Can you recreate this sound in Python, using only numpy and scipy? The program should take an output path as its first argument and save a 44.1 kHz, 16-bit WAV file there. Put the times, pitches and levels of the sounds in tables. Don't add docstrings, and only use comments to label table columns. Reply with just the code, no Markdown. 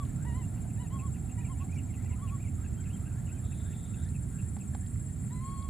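import sys
import numpy as np
from scipy import signal
from scipy.fft import rfft, irfft
from scipy.io import wavfile
from scipy.ndimage import uniform_filter1d

SR = 44100
rng = np.random.default_rng(int(sys.argv[2]) if len(sys.argv) > 2 else 0)


def volts(x):
    e = np.asarray(x, float) / 20
    return 10 ** e


def store_pcm(level_fs):
    pcm = np.round(np.clip(level_fs, -1, 1) * 32767).astype(np.int16)
    wavfile.write(sys.argv[1], SR, np.atleast_2d(pcm).T)


N = 250929

# time_s, pitch_hz, fundamental_db
HELD_COO = [(5.3, 912, -58), (5.335, 1008, -52), (5.394, 1012, -57), (5.415, 1050, -51), (5.46, 1080, -43),
            (5.55, 1100, -46.5), (5.585, 1078, -48), (5.655, 1108, -48), (5.69, 1060, -53)]
# time_s, pitch_hz, fundamental_db
DOUBLE_COOS = [
    [(0.245, 853, -74), (0.253, 897, -50.5), (0.259, 937, -61), (0.273, 975, -52.5), (0.329, 923, -60.5),
     (0.381, 1050, -53), (0.409, 1012, -61), (0.425, 944, -61), (0.435, 887, -84)],
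    [(0.905, 976, -64), (0.919, 1027, -58), (0.943, 1108, -50), (0.969, 1078, -47.5), (0.989, 1047, -64),
     (1.007, 1025, -58), (1.039, 1120, -51.5), (1.067, 1102, -51), (1.085, 974, -64)],
    [(2.19, 1022, -62), (2.206, 1020, -62), (2.232, 1160, -52), (2.254, 1114, -53), (2.296, 1014, -65),
     (2.328, 1147, -52.5), (2.352, 1117, -52), (2.376, 1062, -69), (2.385, 1094, -80)],
]
# time_s, pitch_hz, fundamental_db
SINGLE_COOS = [
    [(0.0, 1187, -50), (0.03, 1115, -49), (0.045, 1070, -64)],
    [(0.775, 860, -75), (0.795, 945, -62), (0.819, 1011, -55.5), (0.853, 933, -64), (0.862, 893, -72)],
    [(1.372, 954, -74), (1.386, 965, -55.5), (1.41, 973, -67), (1.436, 893, -68)],
    [(1.478, 980, -71), (1.504, 1068, -52.5), (1.52, 1073, -50), (1.528, 1008, -60), (1.548, 957, -68)],
    [(1.588, 924, -73), (1.596, 1000, -67), (1.622, 1110, -49.5), (1.636, 1126, -58), (1.652, 980, -77)],
    [(2.095, 960, -72), (2.115, 975, -63), (2.127, 1009, -64), (2.145, 1025, -61), (2.165, 956, -78)],
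]
# start_db, end_db
COO_OVERTONES = [(-60, -58), (-60, -66), (-62, -68), (-63, -63), (-63, -59.5), (-63, -62), (-63, -62),
                 (-66, -68), (-68, -68)]
# freq_hz, gain_db
MOUTH = [(1800, 7), (2000, 1.5), (2150, -8), (2350, -9), (2900, -3.5), (3500, -6.5), (4000, -12),
         (4250, -15), (4500, -23)]
# freq_hz, level_db
HELD_MOUTH = [(1900, -65), (2200, -69), (3050, -86), (3250, -70), (3900, -70), (4400, -70.5)]

# start_s, first_hz, middle_hz, level_db
BARKS = [(0.558, 2700, 2750, -68), (.68, 2540, 2750, -69), (.85, 2620, 2660, -66.5),
         (0.985, 2630, 2570, -58.5), (1.135, 2550, 2770, -62.5), (1.288, 2430, 2783, -61),
         (1.445, 2600, 2780, -63), (1.593, 2350, 2750, -60.5), (1.768, 2600, 2850, -60),
         (1.921, 2540, 2785, -62), (2.04, 2310, 2770, -68), (2.11, 2600, 2750, -61),
         (2.266, 2680, 2750, -59.5), (2.457, 2640, 2790, -65), (2.641, 2710, 2640, -60.5),
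         (2.846, 2750, 2620, -61), (3.052, 2590, 2750, -65), (3.096, 2610, 2590, -68),
         (3.267, 2850, 2820, -61), (3.512, 2640, 2620, -62), (3.719, 2750, 2650, -64),
         (3.935, 2700, 2600, -63), (4.139, 2740, 2620, -61), (4.382, 2600, 2740, -62),
         (4.598, 2750, 2650, -60)]
# time_s, length_s, last_hz
BARK_TIRES = [(2.5, .041, 2230), (3.5, .031, 2430)]
# start_s, length_s, first_hz, last_hz, level_db
WARBLE = [(0.422, 0.039, 2700, 2820, -65), (0.756, 0.033, 2750, 2370, -67.5), (1.376, .02, 2150, 2504, -66),
          (1.399, 0.024, 2323, 2680, -57), (1.432, 0.034, 2610, 2230, -57.5),
          (1.686, 0.023, 2070, 2520, -64), (1.709, 0.012, 2830, 2380, -64),
          (1.714, 0.03, 2280, 2680, -58.5), (1.751, 0.03, 2480, 2250, -59), (1.785, 0.022, 2300, 2160, -63),
          (1.555, 0.019, 2290, 2350, -66), (1.572, 0.018, 1950, 1760, -66), (1.882, 0.043, 2480, 2020, -64),
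          (1.97, 0.024, 2130, 1990, -63), (1.993, 0.027, 2000, 2280, -63), (2.014, 0.017, 1880, 1950, -65),
          (2.05, .018, 1964, 2160, -64), (2.027, .03, 2230, 2550, -68), (2.06, 0.029, 2443, 2340, -70),
          (2.09, 0.027, 2485, 2060, -60), (2.125, 0.025, 2110, 2350, -65), (2.468, 0.026, 2110, 2400, -62),
          (2.39, 0.025, 2180, 2560, -61), (2.372, 0.019, 1866, 2150, -64), (2.414, 0.018, 2620, 2880, -67),
          (2.428, 0.039, 2620, 2180, -60), (2.744, .025, 2590, 2850, -68), (2.767, 0.054, 3120, 3120, -69),
          (2.8, 0.033, 2540, 2200, -71), (2.835, .016, 2250, 2000, -66), (3.44, 0.0303, 2750, 2350, -71),
          (2.894, 0.029, 2500, 3100, -60.5), (2.923, 0.035, 3070, 3170, -60.5),
          (2.955, 0.032, 3120, 2240, -71), (3.292, 0.026, 2370, 2900, -59), (3.328, 0.035, 3050, 3050, -70),
          (3.352, 0.044, 2710, 2300, -66.5)]
# start_s, length_s, middle_hz, level_db
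WHISTLES = [(0.071, 0.046, 1723, -68), (0.164, 0.077, 1470, -62), (0.473, 0.022, 1760, -65),
            (2.151, 0.063, 1340, -65), (2.576, 0.055, 1330, -61.5), (2.6, 0.077, 1600, -65),
            (2.635, .06, 1652, -73), (2.852, 0.046, 1700, -69), (3.689, 0.032, 1790, -69),
            (3.94, 0.093, 1650, -69), (4.05, .045, 1800, -64), (4.384, .06, 1480, -73),
            (2.751, 0.067, 1450, -67), (2.985, 0.069, 1260, -66.5), (3.05, 0.047, 1570, -61),
            (3.102, 0.11, 1580, -64.5), (3.281, 0.075, 1470, -66.5), (3.409, 0.13, 1410, -68.5),
            (3.606, 0.12, 1624, -66), (3.88, 0.097, 1430, -66), (3.986, 0.05, 1506, -63.5),
            (4.2, 0.044, 1645, -68), (4.308, 0.08, 1566, -66), (4.355, 0.061, 1630, -68),
            (4.417, 0.067, 1736, -66), (4.733, 0.015, 1730, -59.5), (4.808, 0.062, 1798, -63.5),
            (5.07, 0.041, 1820, -71), (4.998, 0.038, 1660, -69), (3.354, 0.059, 1690, -68),
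            (4.532, 0.049, 1610, -79), (4.628, .07, 1740, -83), (4.94, .07, 1710, -85)]

# time_s, lead_strokes, level_db
CRICKET = [(0, 0.48, -54), (.8, 0.43, -52.5), (1.8, 0.42, -53.5), (2.8, 0.39, -53), (3.8, 0.44, -52.5),
           (4.8, 0.43, -51), (5.7, 0.4, -52)]
# delay_s, length_s, freq_hz, level_db
STROKE = [
    (0, .044, 7628, 0),
    (.029, .034, 7628, -8),
    (.037, .04, 7790, -14),
]
# rasp_number, lag_s
KATYDID_LAG = [(0, .062), (13, .072), (21, .09), (25, .085), (30, .057), (34, .072), (43, .069), (49, .04),
               (53, .036), (63, .055), (72, .056)]
# time_s, level_db
CHORUS = [(0, -59), (2.4, -61.5), (5, -58), (5.7, -61.5)]

# time_s, crack_db, knock_db, crack_hz
TICKS = [(0.0506, -57.5, -64, 3440), (1.7225, -63, -75, 5500), (1.7444, -66, -56, 5000),
         (1.7505, -67, -88, 5700), (1.758, -60, -88, 6100), (1.765, -63.5, -88, 5700),
         (2.0456, -65, -54, 4375), (2.8394, -65, -88, 4180), (4.0497, -63, -88, 5600),
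         (4.0881, -57, -66, 3860), (4.2308, -73, -88, 5400), (4.567, -64, -50, 3900),
         (4.588, -65, -75, 4000), (4.7494, -58, -48, 4050), (4.863, -60.5, -71, 3780),
         (5.247, -61, -57, 2380), (5.625, -58.5, -70, 3670)]
# freq_hz, level_db, t60_s
STEM_MODES = [(800, 0.5, 0.075), (1050, -3, 0.018), (1480, -7, .012), (2030, -10, 0.012)]

# time_s, nearness_db
TRAFFIC = [(0, -1.5), (.06, 3.5), (.7, 1), (2.7, 1), (3.9, 1), (4.4, 0.5), (5.7, 0)]
# freq_hz, density_db
RUMBLE = [(12, -53), (20, -24), (70, -1.5), (97, 0), (233, -12), (323, -25), (520, -38.5), (680, -62),
          (1140, -120)]
# freq_hz, width_hz, level_db
DRONES = [(93.2, 27.3, -14), (117.3, 18.5, -11.5), (208, 26, -49), (262.7, 26.4, -24)]
# time_s, freq_hz, level_db
MOTOR = [(0, 691, -82), (.8, 775, -70), (1.6, 761.6, -66), (2.2, 715, -73), (3.5, 645.4, -73),
         (5.7, 629.5, -76)]
# freq_hz, density_db
AIR = [(300, 13.5), (500, -0.5), (800, -4), (1500, -6), (2200, -8.5), (3010, -16), (4310, -16.5),
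       (5010, -22.5), (6510, -21.5), (8010, -16.5)]
# freq_hz, density_db
HISS = [(5000, -45), (6500, -1), (8200, -4), (10500, -3.5), (12000, -3), (15500, -10)]
# freq_hz, level_db, t60_s
PUMP_HOUSING = [(1973, -60, 0.018), (1380, -64.5, 0.045)]

# freq_hz, likeness_0_to_1
LIKENESS = [(60, 0.96), (130, 1), (290, 0.71), (640, 0.018), (1300, 0.78), (2500, 0.91), (6800, 0.95),
            (8200, 0.16), (15000, 0.026)]
# freq_hz, level_db
LEFT_LOUDER = [(60, -6), (110, -3.5), (200, -3.5), (380, -1), (700, 3.5), (1290, 1), (2380, -0.5),
               (4400, -1), (8120, -1), (15000, -1)]
# freq_hz, phase_rad
LEFT_LEADS = [(60, .17), (260, .2), (520, .7), (780, .3), (1300, .1), (3000, 0)]


def rms_one(x):
    return x / np.sqrt(np.mean(x ** 2) + 1e-20)


def in_time(rows):
    time_s, *columns = np.transpose(rows)
    return [np.interp(np.arange(N) / SR, time_s, column) for column in columns]


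def at_hz(points, hz):
    freq_hz, values = np.array(points)[:, 0], np.array(points)[:, 1]
    return np.interp(np.log(hz), np.log(freq_hz), values)


def drift(rate_hz):
    r = np.exp(-80 * np.pi * rate_hz / SR)
    noise = rng.standard_normal(N // 40 + 2002)
    slow = signal.lfilter([1], [1, -2 * r, r * r], noise)[2000:]
    return np.interp(np.arange(N) / 40, np.arange(len(slow)), rms_one(slow))


def field(spectrum):
    hz = np.maximum(np.fft.rfftfreq(N, 1 / SR), 1)
    mid, side = rfft(rng.standard_normal((2, N)))
    alike = np.clip(at_hz(LIKENESS, hz), 0, 1)
    both = np.sqrt(1 + alike) * mid + np.sqrt(1 - alike) * side * [[1], [-1]]
    halves = np.array([[.5], [-.5]])
    gain = volts(at_hz(spectrum, hz) + at_hz(LEFT_LOUDER, hz) * halves) * (hz > 18)
    gain = gain * np.exp(1j * at_hz(LEFT_LEADS, hz) * halves)
    return rms_one(irfft(both * gain, N))


def resonant_noise(hz, width_hz, channels):
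    r = np.exp(-np.pi * width_hz / SR)
    pole = [1, 0, -1, 1, -2 * r * np.cos(2 * np.pi * hz / SR), r * r]
    return rms_one(signal.sosfilt([pole, pole], rng.standard_normal((channels, N))))


def add_note(out, start_s, length_s, first_hz, middle_hz, last_hz, level_db):
    u = np.linspace(-1, 1, round(length_s * SR))
    bow_hz = (first_hz + last_hz) / 2 - middle_hz
    hz = middle_hz + u * (last_hz - first_hz) / 2 + u ** 2 * bow_hz
    at = round(start_s * SR) + np.arange(len(u))
    inside = (at >= 0) & (at < N)
    hump = np.abs(np.cos(np.pi * u / 2)) ** .6
    note = volts(level_db + 2.0) * hump * np.sin(2 * np.pi * (rng.random() + np.cumsum(hz) / SR))
    out[at[inside]] += note[inside]


def placed(x, left_db, lead_s=0):
    both = x * volts(np.array([[left_db / 2], [-left_db / 2]]))
    n = np.arange(N)
    return np.array([both[0], np.interp(n - lead_s * SR, n, both[1])])


def foliage(x, t60_s, wet_db, left_db, lead_s=0):
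    t = np.arange(round(t60_s * SR)) / SR
    shared, own = rng.standard_normal((2, 1, len(t)))
    smear = (shared + 0.46 * own * [[1], [-1]]) * volts(-60 * t / t60_s)
    smear = smear / np.sqrt(np.sum(smear ** 2) / 2)
    wet = signal.fftconvolve(x[None], smear, axes=1)[:, :N]
    return placed(x + volts(wet_db) * wet, left_db, lead_s)


def monkeys():
    edge_s, overtones_follow = 0.0055, .55
    t = np.arange(N) / SR
    hz, db = in_time(HELD_COO)
    held = np.clip((t - HELD_COO[0][0]) / 0.01, 0, 1)
    low = volts(db) * held + 1e-12
    pitch = low * hz
    upper = 0
    for coo, (first_db, last_db) in zip(DOUBLE_COOS + SINGLE_COOS, COO_OVERTONES):
        hz, db = in_time(coo)
        start_s, end_s = coo[0][0], coo[-1][0]
        voiced = np.clip(np.minimum(t - start_s, end_s - t) / edge_s + 1, 0, 1) ** 2
        level = volts(db + 3.5) * voiced
        low = low + level
        pitch = pitch + level * hz
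        open_db = np.interp(t, [start_s, end_s], [first_db, last_db])
        upper = upper + volts(open_db + overtones_follow * (db - db.max())) * voiced
    hz = uniform_filter1d(pitch / low, size=400)
    phase = 2 * np.pi * np.cumsum(hz * (1 + .004 * drift(45))) / SR
    out = volts(0.5) * uniform_filter1d(low, size=200) * np.sin(phase)
    for k in range(2, 5):
        mouth = upper * volts(at_hz(MOUTH, k * hz)) + held * volts(at_hz(HELD_MOUTH, k * hz))
        out += mouth * volts(3.2 * drift(24)) * np.sin(k * phase)
    return foliage(out, .12, wet_db=-16, left_db=4.3, lead_s=5.4e-5)


def bird(notes, t60_s, wet_db, rasp):
    out = np.zeros(N)
    for note in notes:
        add_note(out, *note)
    chop = (1 + rasp * drift(170)) / np.hypot(1, rasp)
    return foliage(out * chop * volts(1.0 * drift(67)), t60_s, wet_db, left_db=-0.5)


def hoarse_bird():
    time_s, lengths_s, lasts_hz = np.transpose(BARK_TIRES)
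    notes = []
    for s, first_hz, middle_hz, db in BARKS:
        length_s, last_hz = np.interp(s, time_s, lengths_s), np.interp(s, time_s, lasts_hz)
        for ratio, voice_db in ((1, 0), (.92, -6)):
            notes.append((s, length_s, ratio * first_hz, ratio * middle_hz, ratio * last_hz,
                          db - 0.5 + voice_db))
    return bird(notes, .12, wet_db=-6, rasp=.8)


def clear_bird():
    rest_hz, bend = 2750, 0.11
    notes = []
    for s, length_s, first_hz, last_hz, db in WARBLE:
        middle_hz = (first_hz + last_hz) / 2 * (1 + bend) - bend * rest_hz
        notes.append((s, length_s, first_hz, middle_hz, last_hz, db))
    return bird(notes, .12, wet_db=-7, rasp=.45)


def far_birds():
    rise_hz_per_s = 5240
    notes = []
    for s, length_s, hz, db in WHISTLES:
        half_rise_hz = rise_hz_per_s * length_s / 2
        notes.append((s, length_s, hz - half_rise_hz, hz, hz + half_rise_hz, db))
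    notes.append((.64, .04, 690, 690, 690, -54))
    return bird(notes, .35, wet_db=-3, rasp=.6)


def cricket():
    strokes_per_s = 15.5
    t = np.arange(N) / SR
    lead, db = in_time(CRICKET)
    since_s = ((strokes_per_s * t + lead + .25) % 1 - .25) / strokes_per_s
    out = volts(db - 12.5) * resonant_noise(7660, 150.0, channels=1)[0]
    wander = 2 * np.pi * np.cumsum(8 * drift(10)) / SR
    for delay_s, length_s, hz, tone_db in STROKE:
        away_s = np.minimum(np.abs(since_s - delay_s), np.abs(since_s - delay_s + 1 / strokes_per_s))
        hump = np.cos(np.pi * np.clip(away_s / length_s, 0, .5)) ** 1.4
        level = volts(db + tone_db + 2 + .9 * drift(12))
        out += level * hump * np.sin(2 * np.pi * hz * t + wander)
    return foliage(out * volts(1.8 * drift(250)), .2, wet_db=-13, left_db=1.6, lead_s=6e-6)


def katydid():
    gap_s = .078
    out = np.zeros(N)
    number = np.arange(KATYDID_LAG[-1][0])
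    times_s = gap_s * number + np.interp(number, *np.transpose(KATYDID_LAG))
    for s, chance in zip(times_s, rng.normal(0, 1, (len(times_s), 2, 2))):
        for delay_s, (sharp, loud) in zip((-.021, .001), chance):
            off_hz = 60 * sharp
            add_note(out, s + delay_s, .02, 6750 + off_hz, 6950 + off_hz, 7200 + off_hz, -67 + 1.5 * loud)
    blur = volts(-74.0) * resonant_noise(6980, 460.0, channels=1)[0]
    return foliage(out * volts(2.5 * drift(200)) + blur, .1, wet_db=-3, left_db=.8)


def chorus():
    level_db = in_time(CHORUS)[0]
    throb_db = 1.07 * drift(12.0) + 0.63 * drift(37)
    return volts(level_db + throb_db) * resonant_noise(9340, 780.0, channels=2)


def hopper():
    start_s, gap_s, slowing_s = 3.66, .11, .00025
    t = np.arange(N) / SR
    k = np.arange(19)
    times_s = start_s + gap_s * k + slowing_s * k ** 2
    levels_db = -64.5 - 3 * np.maximum(2 - k, 0) + rng.normal(0, 0.95, len(k))
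    bursts = sum(volts(db) * np.exp(-((t - s) / 0.034) ** 2) for s, db in zip(times_s, levels_db))
    return placed(bursts * resonant_noise(8730, 450., channels=2), 9.9)


def buzz():
    start_s, end_s, attack_s, release_s = 3.43, 4.1, 0.033, 0.05
    t = np.arange(N) / SR
    on = np.clip(np.minimum((t - start_s) / attack_s, (end_s - t) / release_s), 0, 1)
    out = on * volts(-68.5 + 2.5 * drift(25)) * resonant_noise(3600, 480.0, channels=1)[0]
    return placed(out, 1.5)


def ticks():
    out = np.zeros(N)
    t = np.arange(300) / SR
    for s, crack_db, knock_db, crack_hz in TICKS:
        band = signal.butter(2, [crack_hz / 1.22, crack_hz * 1.22], "band", fs=SR, output="sos")
        grain = volts(crack_db - 60 * t / 0.023) * rng.standard_normal(len(t))
        tick = 4.3 * signal.sosfilt(band, grain)
        stem_db = 2.1 * (knock_db + 48.5) - 41.0
        for hz, mode_db, t60_s in STEM_MODES:
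            tick += volts(stem_db + mode_db - 60 * t / t60_s) * np.sin(2 * np.pi * hz * t)
        at = round(s * SR)
        out[at:at + len(t)] += tick
    return placed(out, .1)


def rumble(near_db):
    out = field([(10, -60)] + RUMBLE + [(900, -68)])
    for hz, width_hz, db in DRONES:
        hum = volts(db - near_db * (hz > 200)) * resonant_noise(hz, width_hz, channels=1)
        out += placed(hum, -4.0, lead_s=2.7e-4)
    return volts(-34.5 + near_db - 0.86) * out


def whine(level_db):
    bands = 0.62 * resonant_noise(641, 345.0, channels=2) + 0.6 * resonant_noise(694, 283.0, channels=1)
    out = volts(level_db + 3.0) * bands
    out += volts(level_db - 12.0 + 4.2 * drift(3.3)) * resonant_noise(1379, 64.0, channels=1)
    motor_hz, motor_db = in_time(MOTOR)
    out += volts(motor_db + 2) * drift(35.0) * np.sin(2 * np.pi * np.cumsum(motor_hz) / SR)
    return out


def air_and_hiss(near_db):
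    air_db = -78 + 0.49 * near_db
    air = volts(air_db + 19.5 + .8 * drift(8.4)) * field([(200, -57)] + AIR)
    hiss = volts(-73.5 + 2.0 + .5 * drift(19.0)) * field([(3000, -66)] + HISS)
    return air + hiss


def traffic():
    near_db, = in_time(TRAFFIC)
    fade_db_per_s = 1
    whine_db = -63 - fade_db_per_s * np.arange(N) / SR + 1.2 * drift(1.2)
    return rumble(near_db) + whine(whine_db) + air_and_hiss(near_db)


def pump():
    rate_per_s, lead_s, weak_db, uneven_db = 50, .0018, 4, 3.5
    k = np.arange(1, int(N / SR * rate_per_s))
    chance = rng.normal(0, 1, (len(k), len(PUMP_HOUSING), 2))
    t = np.arange(500) / SR
    out = np.zeros(N + len(t))
    at = ((k / rate_per_s - lead_s) * SR).astype(int)[:, None] + np.arange(len(t))
    for m, (hz, db, t60_s) in enumerate(PUMP_HOUSING):
        size = volts(db - weak_db * (k % 2) + uneven_db * chance[:, m, 0])[:, None]
        phase = 2 * chance[:, m, 1][:, None]
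        shape = (1 - np.exp(-t / .0008)) * volts(-60 * t / t60_s)
        out[at] += size * shape * np.sin(2 * np.pi * hz * t + phase)
    return placed(out[:N], 0.3)


def scene():
    insects = cricket() + katydid() + (chorus() + hopper()) + buzz()
    animals = monkeys() + (hoarse_bird() + clear_bird() + far_birds()) + insects
    return animals + ticks() + traffic() + pump()


def top_cut(x):
    return signal.sosfilt(signal.butter(12, 16620, fs=SR, output="sos"), x)


def record(dry):
    low_pass = signal.ellip(12, .5, 70, 15520, fs=SR, output="sos")
    mix = signal.sosfilt(low_pass, dry)
    return top_cut(mix)


dry = scene()
out = record(dry)
store_pcm(out)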